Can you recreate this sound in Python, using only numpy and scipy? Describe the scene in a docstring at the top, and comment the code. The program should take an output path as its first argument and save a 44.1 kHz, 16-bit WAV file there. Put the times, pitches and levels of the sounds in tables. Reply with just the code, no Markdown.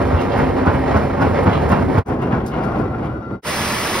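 """Anchor chain over a windlass

A stereo microphone at three places on a ship's deck, joined by short fades. Beside the chain, links
slam over the wheel about four times a second amid dense clatter and a booming steel deck. Facing the
wheel, the chain slows, wet links scrape and the slipping brake sings faintly. Over the hawse pipe,
wash water roars, sprays and splashes inside."""
import sys
import numpy as np
from scipy import signal
from scipy.fft import rfft, irfft, next_fast_len
from scipy.io import wavfile
from scipy.ndimage import map_coordinates

SR = 44100
rng = np.random.default_rng(int(sys.argv[2]) if len(sys.argv) > 2 else 0)


def store_wav(level_fs):
    """Save 16-bit WAV to argv[1]."""
    pcm = np.round(np.clip(np.atleast_2d(level_fs), -1, 1) * 32767)
    wavfile.write(sys.argv[1], SR, pcm.T.astype(np.int16))


N = 176400
T = np.arange(N) / SR

# the fast chain's clatter and the deck's boom (t/s, level/dB)
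CLATTER_LEVELS = [(0, -17.5), (.12, -21.5), (.21, -19.5), (.29, -21), (.34, -18), (.44, -18.5), (.54, -23),
                  (.6, -17), (.65, -23.5), (.75, -20.5), (.81, -21), (.88, -17), (1.01, -19), (1.08, -22),
                  (1.16, -23.5), (1.27, -19), (1.33, -22), (1.37, -17.5), (1.44, -21), (1.53, -17.5),
                  (1.63, -20.5), (1.8, -21), (1.86, -23.5), (1.92, -20.5), (2.0, -21)]
BOOM_LEVELS = [(0, -19), (.3, -22.5), (.48, -19.5), (.62, -24), (.76, -18.5), (.86, -25), (1.02, -18),
               (1.14, -25.5), (1.3, -18.5), (1.38, -23), (1.56, -20.5), (1.66, -20), (1.8, -20), (2.0, -20)]
# links landing on the wheel (t/s, deck thud level/dB, thud f/Hz, clash level/dB)
LANDINGS = [(0.148, -7.5, 78, -20.5), (0.393, -12, 95, -17), (.682, -6.5, 91, -14), (0.96, -7.5, 87, -15.5),
            (1.224, -11, 100, -13.5), (1.478, -5, 101, -14), (1.726, -11, 90, -13), (1.987, -7, 98, -15.5),
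            (2.333, -8.5, 120, -18.5), (2.794, -14, 291, -33)]
# links clanking together (t/s, level/dB, brightest f/Hz)
CLANKS = [(0.194, -33.5, 3130), (.322, -38, 3600), (0.394, -30, 1810), (.445, -42, 2300), (.495, -38, 2100),
          (0.756, -31.5, 1900), (.865, -44, 1900), (.965, -31, 1650), (1.228, -29.5, 2000),
          (1.374, -32.5, 2010), (1.535, -30.5, 2560), (1.724, -33, 2100), (2.229, -39.5, 2360),
          (2.326, -35.5, 1650), (2.405, -46, 2730), (2.535, -40, 2770), (2.77, -46, 2300),
          (3.044, -43, 2400)]
# wet links scraping, and link edges ticking (t/s, level/dB)
SCRAPES = [(.21, -41.5), (.38, -44), (.97, -42.5), (1.22, -41.5), (1.535, -50), (1.71, -53), (1.985, -43),
           (2.225, -54), (2.47, -43), (2.64, -46.5), (2.785, -53), (3.05, -56)]
TICKS = [(.375, -47), (.659, -45), (1.184, -54), (1.432, -43.5), (1.460, -49), (1.690, -39), (1.718, -39),
         (2.061, -39.5), (2.083, -51.5), (2.218, -49), (2.463, -38)]
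# the chain slowing (t/s, rumble level/dB, clatter level/dB)
SLOWING_LEVELS = [(2.09, -20.5, -27), (2.13, -18, -24), (2.19, -22, -30.5), (2.235, -20.5, -23),
                  (2.29, -19.5, -29), (2.37, -18.5, -23.5), (2.42, -23, -30), (2.495, -23, -33.5),
                  (2.55, -22.5, -24), (2.66, -23, -25.5), (2.72, -21, -23.5), (2.815, -18, -27),
                  (2.9, -23, -32.5), (3.04, -23, -27), (3.15, -24, -35.5), (3.22, -30, -37.5),
                  (3.28, -31, -40.5), (3.315, -22, -34), (3.37, -27.5, -40)]
# the brake band's slip (t/s, squeal level/dB, main partial f/Hz)
BRAKE_SLIP = [(2.42, -25, 1398), (2.51, 2, 1415), (2.6, -1.5, 1381), (2.69, 5, 1388), (2.78, 1, 1390),
              (2.86, 5, 1343), (2.96, -1.5, 1387), (3.05, -2, 1370), (3.16, 4, 1378), (3.27, -0.5, 1360),
              (3.38, -2, 1400)]
# splashing builds in the pipe (t/s, level/dB)
SPLASH_LEVELS = [(3.45, -27), (3.7, -27), (3.8, -27.5), (3.95, -24.5)]
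# spectra of the noisy sources (f/Hz, relative level/dB)
CLATTER_SPECTRUM = [(60, -36), (170, -8.5), (370, 0.5), (600, -1), (950, -6), (1400, -13), (2200, -18.5),
                    (2750, -26), (4000, -34), (5200, -37), (6500, -41.5), (11000, -53), (16000, -80)]
DECK_SPECTRUM = [(20, -35), (40, -13), (65, -2.5), (100, 2), (150, -6.5), (210, -7), (400, -20.5),
                 (1000, -58)]
CLASH_SPECTRUM = [(50, -27), (150, 10.5), (400, 0.5), (850, 2), (1400, -1.5), (2200, -18), (3000, -22.5),
                  (4200, -32.5), (6000, -38), (15000, -80)]
SCRAPE_SPECTRUM = [(800, -30), (3000, -5), (5200, 1.5), (7000, -8), (10500, -9.5), (16000, -10)]
TICK_SPECTRUM = [(2000, -23), (5000, -2), (7200, -1.5), (10000, -7.5), (12500, -8), (15500, -5)]
SLOW_RUMBLE_SPECTRUM = [(20, -40), (40, -13), (65, -0.5), (95, -1), (140, 2.5), (200, -1), (300, -3),
                        (420, -4.5), (600, -11.5), (1500, -63)]
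SLOW_CLATTER_SPECTRUM = [(200, -11), (520, -1), (800, 1), (1300, -9.5), (1800, -15), (2600, -22.5),
                         (3700, -35), (5300, -38.5), (6600, -43.5), (11000, -51), (16000, -65)]
WATER_SPECTRUM = [(20, -33), (45, -13), (70, 3.5), (130, 1), (230, -0.5), (360, -1.5), (700, -4),
                  (1150, -2), (1600, -7.5), (2250, -6.5), (2800, -10), (4000, -14.5), (5300, -11.5),
                  (6200, -14), (7200, -18.5), (9000, -17), (11500, -19.5), (13300, -22), (15500, -20)]
# how deeply the steelwork ripples a spectrum (f/Hz, share of full depth)
RIPPLE_DEPTH = [(400, 0.21), (1500, 1), (4000, 0.8)]
# resonances of windlass frame, brake drum and hawse pipe (f/Hz, width/Hz, level/dB)
FRAME_MODES = [(145, 17, -31), (261.5, 25.6, -27.5), (364.6, 41, -31)]
DRUM_MODES = [(3360, 50, -73), (3810, 50, -70), (4500, 38, -73), (4960, 70, -82), (5766, 76, -74)]
PIPE_MODES = [(224.8, 18.6, -35.5), (607, 50, -37.5), (1120, 110, -38), (1836, 40, -45), (2930, 190, -47)]
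# a link's modes and the squeal's partials (nominal f/Hz, relative level/dB)
LINK_MODES = [(928, -4), (1240, -2), (1640, 8.5), (1874, -0.5), (2150, 3), (2310, -9), (2720, 1.5),
              (2870, -1), (2965, -7), (3190, -5), (3310, -3), (3760, -13), (4010, -7), (5050, -9)]
BRAKE_PARTIALS = [(1205, -51), (1374, -42), (1475, -51), (2020, -60), (2865, -70.5)]
# stereo image at each microphone position, then the treble common to all three
# (f/Hz, coherence 0-1, left lead/rad, left minus right level/dB)
BESIDE_CHAIN = [(80, 1, -0.34, 0), (245, 0.85, -0.14, 0.3), (570, 0.54, -1.23, -1), (790, 0.37, 0.085, -2),
                (936, 0.57, -0.53, -6.5), (1240, 1, -1.2, -2), (2100, 1, -0.24, -1),
                (2820, 0.34, -0.49, -1.5), (5040, 0.54, .35, -1)]
FACING_WHEEL = [(80, 0.99, 0.12, 0.5), (353, 0.97, 0.13, -1.7), (580, 0.44, 0.76, 0.5),
                (690, 0.62, 0.013, 3), (1000, 0.52, 0.21, 2), (1430, 0.57, 0.8, 7.5),
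                (1820, 0.3, 0.74, -0.5), (2660, 0.55, 1.7, 0.5), (4930, 0.39, .35, -1)]
OVER_PIPE = [(80, .995, 0.1, 0), (420, 0.94, -0.15, -1.2), (644, 0.54, -0.27, -1.5), (840, 0.61, 0.17, -3),
             (1150, 0.97, -0.79, -2.5), (1810, 1, 0.2, 0), (2200, 0.77, 0.24, 2), (2730, 0.13, 0.64, -2),
             (3570, 0.38, 0.99, -4), (5000, 0.61, 0.14, -0.5)]
MIC_TREBLE = [(5490, 1, 1.15, .3), (7470, 1, 3.2, 0), (9440, 1, 5.36, 0), (10900, 1, 6, 0),
              (12200, 0.5, 8.2, 0.025), (13700, 1, 9.4, 0), (16000, .3, 9.5, 0)]
# changes of microphone position (t/s, fade-out/s, fade-in/s)
MOVES = [(2.043, 0.059, 0.051), (3.42, 0.067, 0.053)]


def amp(db):
    """Decibels to gain."""
    return 10 ** (np.asarray(db) / 20)


def unit(x):
    """Scale to rms 1."""
    return x / np.sqrt(np.mean(x ** 2) + 1e-20)


def along(points, hz):
    """Interpolate (f/Hz, value) points on a log frequency axis."""
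    freqs, values = np.transpose(points)
    return np.interp(np.log(hz + 1), np.log(freqs + 1), values)


def curves(rows):
    """One value per sample for each column after the time."""
    times, *columns = np.transpose(rows)
    return [np.interp(T, times, column) for column in columns]


def wobble(knots_per_s):
    """A smooth random curve."""
    return map_coordinates(rng.standard_normal(int(N * knots_per_s / SR) + 4), [T * knots_per_s])


def swell(peak_s, rise_s, fall_s):
    """An envelope with exponential rise and fall."""
    return np.exp(-np.maximum((peak_s - T) / rise_s, (T - peak_s) / fall_s))


def filtered(x, response):
    """Apply a gain given as a function of frequency."""
    size = next_fast_len(N + SR // 2)
    return irfft(rfft(x, size) * response(np.fft.rfftfreq(size, 1 / SR)), size)[..., :N]


def noise():
    """Two unrelated white noises."""
    return rng.standard_normal((2, N))


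def coloured(pair, spectrum, ripple_db=3, spacing_hz=31.77):
    """Give a sound its spectrum, rippled by the many resonances of the steelwork; rms 1."""
    knots = rng.standard_normal(2000)

    def response(hz):
        ripple = np.interp(hz / spacing_hz, np.arange(len(knots)), knots) * along(RIPPLE_DEPTH, hz)
        return amp(along(spectrum, hz) + ripple_db * ripple)
    return unit(filtered(pair, response))


def ringing(modes):
    """Narrow resonances kept ringing by random shaking."""
    def response(f):
        return sum(amp(db) * np.sqrt(2 * SR / np.pi / width) / (1 + (2 * (f - hz) / width) ** 2)
                   for hz, width, db in modes)
    return filtered(noise(), response)


def impacts(per_s, t60_s, scatter_db, bodies=8):
    """Random hits on several bodies, each ringing with its own dense modes."""
    t = np.arange(SR // 3) / SR
    out = np.zeros((2, N))
    for _ in range(bodies):
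        hits = (rng.random(N) < per_s / bodies / SR) * amp(scatter_db * rng.uniform(-0.65, 1, N))
        body = rng.standard_normal((2, len(t))) * amp(-60 * t / t60_s)
        out += signal.fftconvolve(hits[None], body, axes=1)[:, :N]
    return unit(out)


def rattle(grind_share=0.22):
    """Steel links knocking together over their steady grinding."""
    knocks = impacts(per_s=650, t60_s=0.082, scatter_db=7.5)
    return np.sqrt(1 - grind_share) * knocks + np.sqrt(grind_share) * noise()


def running_chain():
    """The fast chain clatters, and shakes the deck and the windlass frame."""
    clatter = amp(curves(CLATTER_LEVELS)[0]) * coloured(rattle(), CLATTER_SPECTRUM)
    boom = amp(curves(BOOM_LEVELS)[0]) * coloured(rattle(), DECK_SPECTRUM)
    frame = amp(2.3 * wobble(8.98)) * ringing(FRAME_MODES)
    return clatter + boom + frame


def link_landings(thud_spread=0.24, frame_db=-7):
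    """Each link lands on the wheel with a clash, a knock of the frame and one low thud of the deck."""
    thuds = np.zeros((2, N))
    for (s, db, hz, _), phase in zip(LANDINGS, rng.random(len(LANDINGS))):
        angle = 2 * np.pi * (hz * (T - s) + phase)
        tone = np.array([np.sin(angle), thud_spread * np.cos(angle)])
        thuds += amp(db) * swell(s, rise_s=0.007, fall_s=0.017) * tone
    envelope = sum(amp(db) * swell(s, rise_s=0.031, fall_s=0.043) for s, _, _, db in LANDINGS)
    clash = coloured(rattle(), CLASH_SPECTRUM)
    frame = amp(frame_db) * unit(ringing(FRAME_MODES))
    return envelope * (clash + frame) + thuds


def clanks(chatter_share=0.31, octave_loss_db=26, scatter_db=5.5, detune=0.006):
    """Links strike, chatter and ring briefly; each contact favours the modes near its own pitch."""
    out = np.zeros((2, N))
    mode_hz, mode_db = np.transpose(LINK_MODES)[:, :, None]
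    chatter = impacts(per_s=420, t60_s=0.02, scatter_db=12)
    for s, db, bright_hz in CLANKS:
        span = slice(int((s - 0.04) * SR), int((s + 0.3) * SR))
        t = T[span]
        focus = lambda f: amp(-octave_loss_db * np.log2((f + 1) / bright_hz) ** 2)
        strength, mistuning = rng.standard_normal((2, len(mode_hz), 1))
        steps = rng.standard_normal((2, len(mode_hz), SR // 2))[..., :len(t)]
        blur = 0.91 * np.cumsum(steps, axis=2) / np.sqrt(SR / 100)  # wandering phase widens each mode
        cycles = mode_hz * (1 + detune * mistuning) * t + rng.random((2, len(mode_hz), 1))
        gains = focus(mode_hz) * amp(mode_db + scatter_db * strength)
        ring = unit(np.sum(gains * np.sin(2 * np.pi * cycles + blur), axis=1))
        grit = unit(irfft(rfft(chatter[:, span]) * focus(np.fft.rfftfreq(len(t), 1 / SR)), len(t)))
        envelope = amp(db) * swell(s, rise_s=0.016, fall_s=0.043)[span]
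        out[:, span] += envelope * (np.sqrt(1 - chatter_share) * ring + np.sqrt(chatter_share) * grit)
    return out


def scrapes():
    """Short gritty hisses of wet steel sliding on steel."""
    envelope = sum(amp(db) * swell(s, rise_s=0.0089, fall_s=0.029) for s, db in SCRAPES)
    return envelope * coloured(rattle(), SCRAPE_SPECTRUM)


def ticks():
    """Edges of links snap against the wheel."""
    envelope = sum(amp(db) * swell(s, rise_s=0.0005, fall_s=0.015) for s, db in TICKS)
    return envelope * coloured(noise(), TICK_SPECTRUM)


def slowing_chain():
    """As the chain slows, its clatter dies faster than its rumble."""
    rumble_db, clatter_db = curves(SLOWING_LEVELS)
    rumble = amp(rumble_db) * coloured(rattle(), SLOW_RUMBLE_SPECTRUM)
    clatter = amp(clatter_db) * coloured(rattle(), SLOW_CLATTER_SPECTRUM)
    return rumble + clatter


def brake_squeal(waver_hz=14.14, flutter_db=4):
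    """The brake band slips and sings with an unsteady pitch; the drum's high modes grind along."""
    level_db, pitch_hz = curves(BRAKE_SLIP)
    main_hz = BRAKE_PARTIALS[1][0]
    squeal = np.zeros((2, N))
    for hz, db in BRAKE_PARTIALS:
        for channel in squeal:
            partial_hz = hz * pitch_hz / main_hz + waver_hz * wobble(110)
            angle = 2 * np.pi * np.cumsum(partial_hz) / SR
            channel += np.sqrt(2) * amp(db + flutter_db * wobble(38)) * np.sin(angle)
    drum = amp(1.8 * wobble(21.8)) * ringing(DRUM_MODES)
    return amp(level_db) * (squeal + drum)


def wash_water(growth_db_per_s=1):
    """Jets roar in the ringing hawse pipe while drops pelt its wall and splash."""
    jets = amp(-22.5) * coloured(noise(), WATER_SPECTRUM)
    spray = amp(-28) * coloured(impacts(per_s=600, t60_s=0.031, scatter_db=3), WATER_SPECTRUM)
    flow_db = growth_db_per_s * (T - T[-1]) + 0.22 * wobble(10)
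    splashing = amp(curves(SPLASH_LEVELS)[0]) * splashes(start_s=MOVES[1][0])
    return amp(flow_db) * (jets + spray + splashing + ringing(PIPE_MODES))


def splashes(start_s, per_s=900, middle_hz=1984, spread_octaves=0.924, life_cycles=17.4, count=3000):
    """Drops and bursting bubbles: short rising blips of scattered pitch and size; rms 1 once begun."""
    t = np.arange(SR // 40) / SR
    out = np.zeros((2, N))
    for channel in out:
        onsets_s = start_s + np.cumsum(rng.exponential(size=(count, 1)), axis=0) / per_s
        hz = middle_hz * 2 ** (spread_octaves * rng.standard_normal((count, 1)))
        size_db = 3.5 * rng.uniform(-0.69, 1, (count, 1))
        cycles = np.minimum(hz, SR / 4) * t
        age = np.minimum(cycles / life_cycles, 2)
        glide = 1 + 0.06 * age
        blips = amp(size_db - 29 * age) * np.sin(2 * np.pi * cycles * glide)
        samples = (np.round(onsets_s * SR) + np.arange(len(t))).astype(int)
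        channel += np.bincount(samples.ravel(), blips.ravel(), N)[:N]
    return out / np.std(out[:, T > start_s])


def microphone(pair, place):
    """Mix two unrelated versions of a sound into the left and right of one microphone position."""
    rows = np.array(place + MIC_TREBLE)
    coherence, lead_rad, balance_db = (rows[:, [0, k]] for k in (1, 2, 3))
    half = np.array([[0.5], [-0.5]])  # each side takes half of the phase and level offset

    def width(hz):
        angle = np.arccos(np.clip(along(coherence, hz), 0, 0.998)) / 2
        return np.array([np.cos(angle), np.sin(angle)])

    def direction(hz):
        return amp(half * along(balance_db, hz)) * np.exp(1j * half * along(lead_rad, hz))
    mid, side = filtered(pair, width)
    return filtered(np.array([mid + side, mid - side]), direction)


def scene():
    """Three microphone positions in turn, each fading out before the next fades in."""
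    fade = lambda progress: np.clip(progress, 0.04, 1) ** 2 * (progress > 0)
    (to_wheel_s, chain_out_s, wheel_in_s), (to_pipe_s, wheel_out_s, pipe_in_s) = MOVES
    links = link_landings() + clanks() + scrapes() + ticks()
    at_chain = microphone(running_chain() + links, BESIDE_CHAIN)
    at_wheel = microphone(slowing_chain() + brake_squeal() + links, FACING_WHEEL)
    at_pipe = microphone(wash_water(), OVER_PIPE)
    return (fade((to_wheel_s - T) / chain_out_s) * at_chain
            + fade((T - to_wheel_s) / wheel_in_s) * fade((to_pipe_s - T) / wheel_out_s) * at_wheel
            + fade((T - to_pipe_s) / pipe_in_s) * at_pipe)


def record(dry, ceiling=0.95, top_hz=15750):
    """The recorder rounds the highest peaks and keeps nothing above its band limit."""
    rounded = dry / (1 + np.abs(dry / ceiling) ** 6) ** (1 / 6)
    return filtered(rounded, lambda hz: hz < top_hz)


dry = scene()
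out = record(dry)
store_wav(out)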